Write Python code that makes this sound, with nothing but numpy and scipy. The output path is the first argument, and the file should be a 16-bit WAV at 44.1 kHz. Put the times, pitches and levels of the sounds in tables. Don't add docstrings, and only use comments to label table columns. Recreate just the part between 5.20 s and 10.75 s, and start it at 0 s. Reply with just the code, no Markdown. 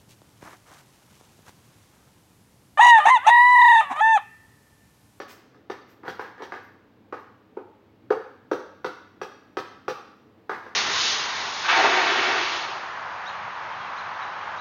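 import sys
import numpy as np
from scipy import signal
from scipy.fft import rfft, irfft
from scipy.io import wavfile
from scipy.ndimage import uniform_filter1d

SR = 44100
rng = np.random.default_rng(int(sys.argv[2]) if len(sys.argv) > 2 else 0)


def output_pcm(signal):
    pcm = np.clip(np.atleast_2d(signal).T, -1, 1) * 32767
    wavfile.write(sys.argv[1], SR, np.round(pcm).astype(np.int16))


N = 244755
TIME = np.arange(N) / SR

# (frequency [Hz], relative density [dB])
AIR_SPECTRUM = [(18, -61), (30, -32), (86, -8.5), (131, -3.5), (153, -20), (184, -5), (345, -3), (374, -20),
                (404, -5), (684, -16.5), (780, -15), (1070, -19.5), (3580, -32), (9460, -52),
                (16000, -43.5)]
# (delay [s], treble level [dB])
ECHOES = [(.0042, -10.5), (.0073, -25.5), (0.0143, -4.5), (0.0183, -3)]
# (frequency [Hz], t60 [s], energy against the direct sound [dB])
REVERB_BANDS = [(100, 0.22, 7.5), (409, 0.51, -10), (790, 0.53, -2), (1260, 0.71, -2.5), (3000, 0.74, 0.5),
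                (6040, 0.69, 1.5), (14300, 0.36, 8.5)]

# (time [s], length [s], relative crust level [dB])
SLICES = [(0.079, 0.041, -45.5), (0.674, 0.053, -60.5), (0.848, 0.069, -59), (0.997, 0.028, -59),
          (1.426, 0.026, -72), (1.99, 0.0046, -67)]
# (frequency [Hz], relative density [dB])
CRUST_SPECTRUM = [(800, 5), (1500, 11.5), (3500, 1.5), (6000, -2), (8000, -11), (11000, -16), (16000, -11)]
# (frequency [Hz], relative density [dB])
SAUCE_SPECTRUM = [(3000, -8), (10000, -21), (13000, 3), (16000, -14)]
# (frequency [Hz], relative density [dB])
SQUASH_SPECTRUM = [(100, -44), (400, 1.5), (600, -7), (680, -8.5), (770, 1), (870, 2.5), (1000, -10),
                   (1250, -2), (1600, -16), (2700, -23.5), (4000, -34.5)]
# (frequency [Hz], relative density [dB])
CRUNCH_SPECTRUM = [(800, -4.5), (2000, 8.5), (4000, 8), (6000, -1), (7300, -13), (10000, -21),
                   (13000, -19.5), (16000, -20)]
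# (frequency [Hz], relative density [dB])
TRAY_SPECTRUM = [(150, -18.5), (400, 11.5), (700, -6), (950, 6.5), (1300, 3), (1850, 0.5), (2400, -10),
                 (4000, -32), (8000, -54)]

# (frequency [Hz], relative level [dB], t60 [s])
TRAY_MODES = [(560, -6, .04), (660, -7, .04), (790, -4, .05), (905, -4, .06), (960, -3, .05),
              (1090, -2, .05), (1165, -3, .06), (1250, -2, .06), (1453, -4, .06), (1642, -2, .12),
              (1762, -6, .1), (1920, -8, .04), (2250, -15, .04)]
# (frequency [Hz], relative level [dB], t60 [s])
WORKTOP_MODES = [(329, -14, .16), (382, -2, .09), (426, 0, .09), (478, -7, .1), (506, -7, .13)]
# (frequency [Hz], relative level [dB], t60 [s])
GLASS_MODES = [(760, -14, .07), (815, -10, .08), (868, -11, .09), (1015, -13, .06), (1945, -13, .05),
               (2440, -20, .07), (1180, -5, .08), (1235, -3, .08), (1288, 0, .09), (1385, -6, .08),
               (1567, -13, .09), (1642, -9, .13)]
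# (frequency [Hz], relative level [dB], t60 [s])
BLADE_MODES = [(2440, 0, .07), (2660, -1, .06), (3025, -5, .07), (3260, 0, .06), (3400, -2, .06),
               (3650, -1, .09), (3850, -4, .05), (4180, -7, .07), (4590, 1, .07), (4790, -4, .05),
               (4990, -2, .06), (5400, -3, .06), (5720, -3, .07), (6200, -7, .07)]

# (time [s], length [s], relative level [dB])
DRAGS = [(0.847, .032, -42.5), (1.173, .05, -48), (5.419, 0.035, -48)]
# (time [s], relative force [dB], pasta under the edge [0-1], rocking [0-1])
KNOCKS = [(0.001, -34, 0, 0.23), (0.344, -54.5, 0.13, 0.25), (0.499, -30.5, 0.16, 0.36),
          (0.833, -44.5, 0.49, 0.8), (0.88, -31.5, 0, 0.3), (0.994, -36, 0.09, .95),
          (1.201, -42.5, 0.5, .4), (1.221, -34.5, 0, 0.21), (1.321, -33, 0.23, 0.67),
          (1.925, -32.5, 0.41, 0.51), (2.369, -38, 0.91, 0), (2.904, -21, 0.6, 0.21),
          (3.314, -21.5, 0.38, 0.1), (3.645, -27, 0.11, 0.13), (4.015, -31.5, 0.07, 0.01),
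          (4.370, -28, 0.01, 0.08), (4.681, -25.5, 0.03, 0), (5.294, -29.5, 0.23, 0.89),
          (5.463, -43, 0.24, 0.63)]
# (relative gain [dB], change on full pasta [dB], at full rocking [dB])
WORKTOP_ANSWER = (-0.87, 9.5, -9.5)
FOOD_ANSWER = (-14.5, 20.04, 14.3)
GLASS_ANSWER = (3.36, -20, -23)
TRAY_ANSWER = (-3, -15.5, 10)
BLADE_ANSWER = (-7, -25, -1.5)


def from_db(db):
    return 10 ** (np.asarray(db) / 20)


def unit_rms(x):
    return x / np.sqrt(np.mean(x ** 2) + 1e-20)


def unit_attack(x):
    return x / np.sqrt(np.mean(x[:SR // 50] ** 2))


def at_hz(points, hz):
    centres, values = np.transpose(points)
    return np.interp(np.log(np.maximum(hz, 1)), np.log(centres), values)


def filtered(x, order, hz, kind):
    return signal.sosfilt(signal.butter(order, hz, kind, fs=SR, output="sos"), x)


def add(out, start_s, sound):
    start = max(round(start_s * SR), 0)
    out[start:start + len(sound)] += sound[:len(out) - start]


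def noise(spectrum, size, grain_db=0):
    roughness = np.clip(rng.standard_normal(size // 32 + 1), -2, 2)
    grains = from_db(grain_db * np.repeat(roughness, 32)[:size])
    colour = from_db(at_hz(spectrum, np.fft.rfftfreq(size, 1 / SR)))
    return unit_rms(irfft(rfft(rng.standard_normal(size) * grains) * colour, size))


def burst(spectrum, rise_s, decay_s, grain_db=0, size=8000):
    t = TIME[:size]
    envelope = (1 - np.exp(-t / rise_s)) * np.exp(-t / decay_s)
    return unit_attack(noise(spectrum, size, grain_db) * envelope)


def struck(modes, vary_db, polarity=-1, size=8000):
    hz, db, t60 = np.transpose(modes)[:, :, None]
    t = TIME[:size]
    uneven_db = db + vary_db * rng.standard_normal(db.shape)
    strength = polarity ** np.arange(len(modes))[:, None] * from_db(uneven_db)
    partials = strength * np.exp(-np.log(1000) * t / t60) * np.sin(2 * np.pi * hz * t)
    return unit_attack(partials.sum(axis=0))


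def room_tone(air_db=-56.5, hum_hz=98.2, hum_db=-70.5):
    hum = np.sqrt(2) * np.sin(2 * np.pi * (hum_hz * TIME + rng.random()))
    return from_db(air_db) * noise(AIR_SPECTRUM, N) + from_db(hum_db) * hum


def kitchen(sound, build_s=0.0015, blur_hz=45, size=32768):
    direct = np.pad(sound, (0, size - len(sound)))
    hz = np.fft.rfftfreq(size, 1 / SR)
    out = direct.copy()
    bright = filtered(direct, 1, 1800, "high")
    for delay, db in ECHOES:
        add(out, delay, from_db(db) * bright)
    power = uniform_filter1d(np.abs(rfft(direct)) ** 2, size=int(blur_hz / hz[1]))
    scattered = np.sqrt(np.abs(power)) * rfft(rng.standard_normal(size))
    arriving = signal.lfilter([0, 1], [1, -np.exp(-1 / (build_s * SR))], direct ** 2 + 1e-18)
    centres, t60s, wet_dbs = np.transpose(REVERB_BANDS)
    for weights, t60, wet_db in zip(np.eye(len(centres)), t60s, wet_dbs):
        band = irfft(scattered * at_hz(np.column_stack([centres, weights]), hz), size)
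        stored = signal.lfilter([1], [1, -np.exp(-2 * np.log(1000) / (t60 * SR))], arriving)
        out += from_db(wet_db) * band * np.sqrt(stored / stored.sum())
    return out


def slices():
    out = np.zeros(N)
    for start_s, length_s, crust_db in SLICES:
        size = int(length_s * SR)
        stroke = np.sqrt(np.sin(np.pi * np.arange(size) / size))
        crust = from_db(crust_db) * noise(CRUST_SPECTRUM, size, grain_db=5.5)
        sauce = from_db(-75) * noise(SAUCE_SPECTRUM, size, grain_db=3)
        add(out, start_s, from_db(-3) * kitchen(stroke * (crust + sauce)))
    return out


def tray_tap():
    ring = from_db(-2) * struck(TRAY_MODES, vary_db=3)
    return ring + burst(TRAY_SPECTRUM, rise_s=0.0025, decay_s=0.0027)


def rattle(length_s, level_db, fade_db=0, touches_per_s=220):
    count = max(int(length_s * touches_per_s), 1)
    taps = np.zeros(SR // 4)
    for progress in (np.arange(count) + rng.random(count)) / count:
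        gain = from_db(level_db - 8 + progress * fade_db + rng.uniform(-4, 4))
        thud = from_db(-6.5) * struck(WORKTOP_MODES, vary_db=5)
        clink = tray_tap()
        grit = from_db(-17.5) * burst(CRUNCH_SPECTRUM, rise_s=0.00043, decay_s=0.0076)
        add(taps, progress * length_s, gain * rng.choice([-1, 1]) * (clink + thud + grit))
    return kitchen(taps)


def chatter(wait_s=0.02, full_rock_s=0.07):
    out = np.zeros(N)
    for start_s, length_s, level_db in DRAGS:
        add(out, start_s, rattle(length_s, level_db))
    for start_s, force_db, _, rocking in KNOCKS:
        if rocking > 0:
            settling = rattle(rocking * full_rock_s, force_db - 6.5, fade_db=-8)
            add(out, start_s + wait_s, rocking * settling)
    return out


def worktop_thud():
    ring = struck(WORKTOP_MODES, vary_db=3.5, polarity=0.97)
    return from_db(7) * filtered(ring, 1, [360, 540], "band")


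def blade_strike(reflection_s=0.011):
    edge = struck(BLADE_MODES, vary_db=2)
    edge += burst(CRUNCH_SPECTRUM, rise_s=0.0011, decay_s=0.0037, grain_db=0.5)
    add(edge, reflection_s, burst(CRUNCH_SPECTRUM, rise_s=0.00045, decay_s=0.013, grain_db=2))
    return from_db(-8.5) * edge


def cushioned(x, pasta, bare_glass_hz=3140, drop_octaves=0.83):
    return filtered(x, 2, bare_glass_hz * 2 ** (-drop_octaves * pasta), "low")


def answer(part, force_db, pasta, rocking):
    own_db, pasta_db, rocking_db = part
    return from_db(force_db + own_db + pasta * pasta_db + rocking * rocking_db)


def knocks(thud_lag_s=0.002487):
    out = np.zeros(N)
    for start_s, force_db, pasta, rocking in KNOCKS:
        stroke = force_db, pasta, rocking
        thud = answer(WORKTOP_ANSWER, *stroke) * worktop_thud()
        squash = answer(FOOD_ANSWER, *stroke) * burst(SQUASH_SPECTRUM, rise_s=0.00033, decay_s=0.015)
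        glass = answer(GLASS_ANSWER, *stroke) * struck(GLASS_MODES, vary_db=5, polarity=1)
        tray = answer(TRAY_ANSWER, *stroke) * tray_tap()
        blade = answer(BLADE_ANSWER, *stroke) * blade_strike()
        knock = cushioned(squash + glass + tray, pasta) + blade
        add(knock, thud_lag_s, thud)
        add(out, start_s, from_db(-5) * kitchen(knock))
    return out


def scene(radiate_hz=230):
    cutting = filtered(knocks() + chatter() + slices(), 2, radiate_hz, "high")
    return (cutting + room_tone())[None]


def record(dry, cutoff_hz=16000):
    return signal.sosfilt(signal.ellip(10, .2, 70, cutoff_hz, fs=SR, output="sos"), dry)


dry = scene()
out = record(dry)
output_pcm(out)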